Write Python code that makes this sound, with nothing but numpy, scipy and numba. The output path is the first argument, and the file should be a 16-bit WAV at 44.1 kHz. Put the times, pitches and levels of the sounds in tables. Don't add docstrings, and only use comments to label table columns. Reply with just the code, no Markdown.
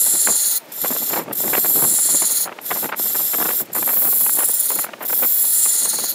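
import sys
import numpy as np
from scipy import signal
from scipy.fft import rfft, irfft, next_fast_len
from scipy.io import wavfile
from scipy.ndimage import uniform_filter1d
from numba import njit

SR = 44100
rng = np.random.default_rng(int(sys.argv[2]) if len(sys.argv) > 2 else 0)


def volts(x):
    e = np.asarray(x, float) / 20
    return 10 ** e


def store_wav(level_fs):
    pcm = np.round(np.clip(np.atleast_2d(level_fs), -1, 1) * 32767)
    wavfile.write(sys.argv[1], SR, pcm.T.astype(np.int16))


N = 270774
SKIM_HZ = 12710

# (edge touches [s], entry length [s], starts to lift [s], exit length [s], firmness on the rest [dB])
PASSES = [
    (-.1, .01, .576, .014, 1),
    (.714, .007, 1.179, .055, 0.5),
    (1.323, 0.0083, 2.439, .032, 0),
    (2.612, 0.051, 2.887, 0.05, -0.5),
    (2.957, 0.0046, 3.614, 0.021, 1),
    (3.728, 0.007, 4.835, .034, -3),
    (5.004, 0.047, 6.11, .05, -0.44),
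]
# (time [s], level [dB])
BREEZE = [(0, -48), (.3, -46), (.42, -55), (.78, -51), (.86, -39.5), (1.75, -39), (2.3, -46), (2.64, -51),
          (2.72, -44), (3.18, -39.5), (3.29, -53), (3.4, -40.5), (4.46, -47.5), (4.6, -74), (4.7, -48.5),
          (5.2, -44.5), (5.4, -58.5), (5.9, -41.5)]


def level(x, db):
    return x * volts(db) / np.sqrt(np.mean(x ** 2))


@njit
def svf(x, hz, width):
    y, b, l = np.empty(len(x)), 0., 0.
    for i in range(len(x)):
        g, k = np.tan(np.pi * hz[i] / SR), width[i] / hz[i]
        v = (b + g * (x[i] - l)) / (1 + g * (g + k))
        b, l, y[i] = 2 * v - b, l + 2 * g * v, k * v
    return y


def band(x, hz, width):
    hz = np.clip(hz + np.zeros(N), 30, .45 * SR)
    width = width + np.zeros(N)
    return svf(svf(x, hz, width), hz, width)


def walk(rate):
    hold = int(SR / rate)
    steps = np.repeat(rng.standard_normal(N // hold + 1), hold)
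    return 1.46 * uniform_filter1d(uniform_filter1d(steps, hold), hold)[:N]


def shape(x, response):
    size = next_fast_len(N + SR)
    hz = np.arange(size // 2 + 1) * SR / size
    return irfft(rfft(x, size) * response(hz), size)[:N]


def hand(t):
    # (time [s], force [dB], tearing pitch [Hz], fineness [dB])
    plunges = [
        [(0, -15.5, 11000, -13), (.348, -18, 9860, -13.5), (.576, -21.5, 10640, -1)],
        [(1.328, -19.5, 12700, -9), (1.476, -20.5, 12900, -12), (1.68, -16, 12600, -10),
         (1.928, -16, 10500, -11), (2.16, -18, 10000, -14), (2.422, -21.5, 10600, -4), (2.455, -22, 10500, -4)],
        [(3.736, -17.5, 13050, -24), (3.82, -20, 12420, -19), (3.972, -18.5, 12300, 3.5),
         (4.282, -16.5, 11330, -6.5), (4.58, -23, 10300, -2), (4.82, -23, 11200, -5)],
        [(5.056, -24, 12450, -2), (5.236, -19.5, 12430, 2), (5.626, -16, 10100, -9.5),
         (5.83, -20.5, 9900, -10.5), (6.065, -27.5, 10140, -3), (6.1, -19.5, 12300, -14),
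         (6.14, -23, 11200, -13)],
    ]
    # (time [s], force [dB], fineness [dB])
    skims = [
        [(.72, -34, -11), (.86, -22, -14), (1.184, -22.5, -12)],
        [(2.668, -26, -15), (2.8, -22, -10), (2.862, -25.5, -10), (2.875, -31.5, -12)],
        [(2.962, -34, -7), (3.002, -19.5, -14), (3.36, -20.5, -11), (3.614, -20.5, -2)],
    ]
    skim_rows = [[(s, db, SKIM_HZ, fine) for s, db, fine in skim] for skim in skims]
    s, *columns = np.transpose(np.concatenate(sorted(plunges + skim_rows)))
    return [np.interp(t, s, column) for column in columns]


def contact(t):
    rows = np.transpose(PASSES)
    touch, entry, lift, leave, firm_db = rows[:, np.searchsorted(rows[0], t) - 1]
    entering_db = -21 * np.clip(1 - (t - touch) / entry, 0, 1)
    gone = np.clip((t - lift) / leave, 0, None)
    lifting_db = -22 * np.minimum(gone, 1) ** 1.26 - 36 * np.clip(gone - 1, 0, 4)
    settling_db = -2.5 * np.exp(-(t - touch) / 0.058)
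    return entering_db + lifting_db, firm_db + settling_db


def chatter_db(t):
    # (starts [s], full [s], rate [Hz], depth [dB], time of a crest [s])
    lobes = [
        (0, .3, 19.4, 1.5, .419),
        (.8, .9, 32.9, 1.6, 1.005),
        (.8, .9, 19.6, .9, .983),
        (1.85, 2.25, 19.7, 2.5, 2.265),
        (4.05, 4.45, 33.1, 2.5, 4.574),
        (4.2, 4.6, 19.8, 2.3, 4.703),
        (5.5, 5.85, 19.6, 2.6, 5.947),
    ]
    touches = np.transpose(PASSES)[0]
    total_db = np.zeros(N)
    for start, full, hz, db, crest in lobes:
        same_pass = np.searchsorted(touches, t) == np.searchsorted(touches, start)
        depth = db * np.interp(t, [start, full], [0, 1]) * same_pass
        angle = 2 * np.pi * hz * (t - crest)
        total_db += depth * (np.cos(angle) - 0.21 * np.cos(2 * angle))
    return total_db


def skips_db(t):
    # (time [s], force change [dB], length [ms])
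    skips = [(.722, 7, 3.6), (.75, 0, 10), (.818, 6.5, 6.2), (1.238, 11, 4), (1.332, 3.5, 2.7),
             (1.344, -17, 6.9), (1.365, -5.5, 6.8), (2.415, -1, 5.3), (2.618, 9, 4.9), (2.665, 4, 5.4),
             (3.657, 4, 3.4), (3.72, 16, 4.4), (3.735, 1, 2.8), (3.742, -13, 6.1), (3.776, -3, 5.1),
             (4.768, -1.5, 11), (5.017, -6, 3.6), (5.028, 3.5, 4.5), (5.045, -18, 5.1), (5.075, -14, 3.6)]
    return sum(db * np.exp(-((t - at) * 1000 / ms) ** 2) for at, db, ms in skips)


def fibres(scatter_db, flicker_db):
    uneven = np.minimum(rng.exponential(size=N), 5)
    sizes = volts(scatter_db * uneven + flicker_db * walk(90))
    return level(rng.standard_normal(N) * sizes, 0)


def tearing(hz, deep, heavy):
    breaks = fibres(scatter_db=4.0, flicker_db=0.25)
    pitched = band(breaks, hz * (1 + 0.008 * walk(14)), 3300 - 900 * heavy)
    hiss = band(breaks, 11300 - 900 * deep, 5600)
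    return level(pitched, -6.0) + volts(-2.8 * deep) * level(hiss, -7.5)


def shank_ring(load):
    breaks = fibres(scatter_db=5.0, flicker_db=0.96)
    return level(band(breaks, 7550 - 900 * load, 1080), -7)


def rest_ring(load, heavy):
    rub = fibres(scatter_db=4.0, flicker_db=1.13)
    light = band(rub, 3680, 1040) + 1.17 * band(rub, 5210, 1980) + 0.34 * band(rub, 4390, 3900)
    middle = band(rub, 4430, 1400)
    ring = (1 - 0.59 * load) * light + (0.15 + 0.71 * heavy + 1.35 * load) * middle
    ring = volts(-5) * ring / np.sqrt(uniform_filter1d(ring ** 2, size=4000))
    thud = level(band(fibres(scatter_db=0.0, flicker_db=-1.0), 1730, 1470), -20.0)
    return ring + thud


def shaving_dust(deep):
    breaks = fibres(scatter_db=4.0, flicker_db=0.2)
    return level(band(breaks, 15300 - 650 * deep + 120 * walk(3), 3600 + 1200 * deep), -2.6)


def tool(f):
    # (frequency [Hz], width [Hz], level over the bare tearing [dB])
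    modes = [(1395, 73, 15), (1750, 67, 11), (1980, 81, 11.5), (2820, 37, 8), (3420, 73, 7.5),
             (4090, 235, 12), (4347, 50, 9), (5264, 87, 7.5), (6080, 67, 7), (6760, 240, 7),
             (7160, 210, 8.5), (7360, 60, 7.5), (8240, 84, 8.5), (9150, 300, 5), (9510, 220, 5.5),
             (8960, 150, 2), (10240, 120, -14), (11200, 160, 5), (11900, 130, 6.5), (12450, 330, 7),
             (13250, 290, 4.5), (13600, 350, 5), (14460, 400, 5.5), (15600, 220, -10)]
    return 1 + sum((volts(db) - 1) * 1j * w * f / (hz ** 2 - f ** 2 + 1j * w * f) for hz, w, db in modes)


def gouge(t):
    hand_db, hz, dust_db = hand(t)
    edge_db, firm_db = contact(t)
    hover_db = -60 + 5 * walk(60)
    db = np.maximum(hand_db + edge_db, hover_db)
    hz = hz + (SKIM_HZ - hz) * np.clip(-edge_db / 30 - .5, 0, 1)
    bounce_db = chatter_db(t)
    force = volts(db + bounce_db + skips_db(t) + .5 * walk(35))

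    deep = np.clip((12400 - hz) / 2400, 0, 1)
    slow = np.exp(-1 / (0.37 * SR))
    late = signal.lfilter([1 - slow], [1, -slow], deep, zi=[.15])[0]
    late = late * np.minimum(3 * uniform_filter1d(deep, size=6000), 1)
    heavy = np.clip((db + 20.5) / 3, 0, 1)

    shank_db = -10.5 + 7.5 * deep - 0.22 * (dust_db + 9) + 1.02 * firm_db
    shank_db = shank_db + 0.81 * late * np.clip(-20 - hand_db, 0, 8)
    rest_db = -35 + 6 * late - 0.13 * (dust_db + 6.5) + firm_db
    rest_db = rest_db - np.maximum(hand_db, -23 - 6 * late)
    load = np.clip((rest_db + 13.0 + 5 * late) / 8, 0, 1)

    parts = tearing(hz, deep, heavy) + volts(shank_db) * shank_ring(load)
    parts = parts + volts(rest_db - 0.93 * bounce_db) * rest_ring(load, heavy)
    parts = parts + volts(dust_db + 0.26 * bounce_db) * shaving_dust(deep)
    return shape(force * parts, tool)


def shed(x, t60, wet_db):
    u = np.arange(SR // 3) / SR
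    decay = np.exp(-np.log(1000) * u / t60) * (u > .004)
    tail = rng.standard_normal(len(u)) * decay
    return x + volts(wet_db) * signal.fftconvolve(x, tail / np.sqrt(np.sum(tail ** 2)))[:N]


def lathe():
    # (frequency [Hz], density [dB per Hz])
    spectrum = [
        (59, -42),
        (100, -19),
        (282, -5),
        (498, -3.5),
        (1020, -9.5),
        (2330, -9.5),
        (2760, -12),
        (15600, -25.5),
    ]
    # (frequency [Hz], width [Hz], level [dB])
    resonances = [
        (216, 61, -63.5),
        (617, 130, -52.5),
        (890, 90, -55.5),
    ]
    hz, db = np.transpose(spectrum)
    hum = shape(rng.standard_normal(N), lambda f: volts(np.interp(np.log(f + 1), np.log(hz), db)))
    rings = np.zeros(N)
    for f, width, ring_db in resonances:
        rings += level(band(rng.standard_normal(N), f, width), ring_db) * volts(2.0 * walk(8.3))
    return level(hum, -44) * volts(1.0 * walk(19)) + rings


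def puffs():
    # (time [s], level [dB], length [ms], pitch [Hz])
    broad = [(.149, -33.5, 22, 310), (.294, -19, 18.5, 640), (.85, -20.5, 26, 600), (1.108, -29, 22, 687),
             (1.138, -21, 19, 760), (1.168, -19, 23, 727), (1.198, -21.5, 22.5, 513),
             (1.316, -27.5, 12, 453), (1.453, -28, 34, 286), (1.538, -18, 19, 970), (1.577, -19, 20, 870),
             (1.653, -21.5, 21, 720), (1.781, -26, 47, 470), (1.843, -24, 17, 610), (2.476, -26.5, 46, 815),
             (2.715, -16.5, 20.4, 1050), (2.765, -28, 38, 640), (2.841, -26, 39, 600),
             (2.937, -22, 21.6, 970), (3.155, -26, 23, 760), (3.343, -22.5, 23, 1050),
             (3.408, -20.5, 17, 560), (3.458, -23, 22, 890), (3.76, -24.5, 25.6, 905),
             (3.889, -25, 45, 875), (4.063, -28.5, 49, 1010), (4.427, -25, 28, 1010), (4.712, -25, 25, 855),
             (5.019, -25.5, 28, 770), (5.235, -23, 34, 890)]
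    # (time [s], level [dB], pitch [Hz])
    flicks = [(.275, -16, 950), (.905, -23, 420), (0.963, -23, 660), (1.284, -23, 527), (1.482, -27, 730),
              (1.552, -18, 940), (1.824, -23, 690), (2.146, -24, 413), (2.224, -22.5, 700),
              (2.59, -27.5, 1100), (2.894, -21.5, 810), (2.923, -19.5, 1170), (2.995, -25.5, 690),
              (3.386, -23, 520), (3.426, -20.5, 1090), (3.489, -18.5, 716), (3.508, -19.5, 870),
              (3.828, -22.5, 930), (3.935, -25, 810), (4.265, -24.5, 1070), (4.295, -25, 1050),
              (4.39, -23, 1180), (4.405, -22, 920), (4.792, -24.5, 775), (4.843, -23, 930),
              (4.869, -32, 870), (4.891, -28.5, 720), (4.937, -25.5, 990), (5.132, -24, 800),
              (5.659, -27.5, 970)]
    # (time [s], level [dB])
    wisps = [(.069, -33.5), (.326, -34), (.349, -38), (.883, -41), (.924, -31), (1.082, -40), (1.222, -30),
             (1.989, -30), (2.093, -29), (2.243, -31), (2.304, -33.5), (2.524, -30), (3.061, -34),
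             (3.199, -30.5), (3.603, -32), (3.785, -27.5), (3.97, -29), (4.022, -29), (4.129, -27.5),
             (4.212, -31.5), (5.447, -35), (4.374, -32), (4.49, -29.5), (4.765, -29), (5.045, -33),
             (5.101, -26), (5.855, -29), (5.939, -28.5), (5.993, -34), (6.042, -37)]
    strays_per_s = 14
    chance = rng.random((int(strays_per_s * N / SR), 4)).T
    at = (np.arange(len(chance[0])) + chance[0]) / strays_per_s
    db = np.interp(at, *np.transpose(BREEZE)) + 8 + 2 * (2 * chance[1] - 1)
    ms = 15.7 * (0.55 + 0.79 * chance[2])
    hz = 647 * (0.5 + 0.39 * chance[3])
    fixed_length = [(s, d, 10.1, f) for s, d, f in flicks] + [(s, d, 16.5, 760) for s, d in wisps]
    return sorted(broad + fixed_length + list(zip(at, db, ms, hz)))


def buffeting(t):
    s, db, ms, hz = np.transpose(puffs())
    swell = np.zeros(N)
    for at, gain, length in zip(s, volts(db), ms / 1000):
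        near = slice(max(int((at - 2 * length) * SR), 0), int((at + 3 * length) * SR))
        u = (t[near] - at) / length
        side, power = np.where(u < 0, .45, .62), np.where(u < 0, 5, 2.5)
        swell[near] += gain * np.exp(-np.abs(u / side) ** power)
    puff_hz = np.interp(t, s, hz)
    pitch = puff_hz * np.clip(swell / volts(np.interp(t, s, db)), .1, 1.3) ** 0.15
    eddies = rng.standard_normal(N) * volts(3.5 * walk(320) + 2.4 * walk(1000))
    body = svf(svf(eddies, .86 * pitch, 1.6 * pitch), 1.1 * pitch, 2.4 * pitch)
    body = signal.sosfilt(signal.butter(3, 3200, fs=SR, output="sos"), body)
    even = np.sqrt(uniform_filter1d(body ** 2, size=700))
    wake = volts(-13.5) * uniform_filter1d(swell * (600 / puff_hz) ** 2.6, size=1800)
    calm = volts(np.interp(t, *np.transpose(BREEZE)) - 4)
    low_air = volts(2.4 * walk(28.08)) * (calm + wake)
    rumble = level(band(rng.standard_normal(N), 200, 420), 1.2)
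    return volts(-1.5) * swell * body / even + low_air * rumble


def scene():
    t = np.arange(N) / SR
    cut = shed(gouge(t), t60=.12, wet_db=-19)
    return (cut + lathe() + buffeting(t))[None]


def band_limit(x):
    return signal.sosfilt(signal.butter(12, 17000, fs=SR, output="sos"), x)


def record(dry):
    wind_cut = signal.butter(3, 150, "high", fs=SR, output="sos")
    x = signal.sosfilt(wind_cut, dry) + volts(-44.0) * dry
    x = 0.82 * np.tanh(x / 0.87)
    top_cut = signal.ellip(10, .2, 60, 15650, fs=SR, output="sos")
    x = signal.sosfilt(top_cut, x)
    return band_limit(x)


dry = scene()
out = record(dry)
store_wav(out)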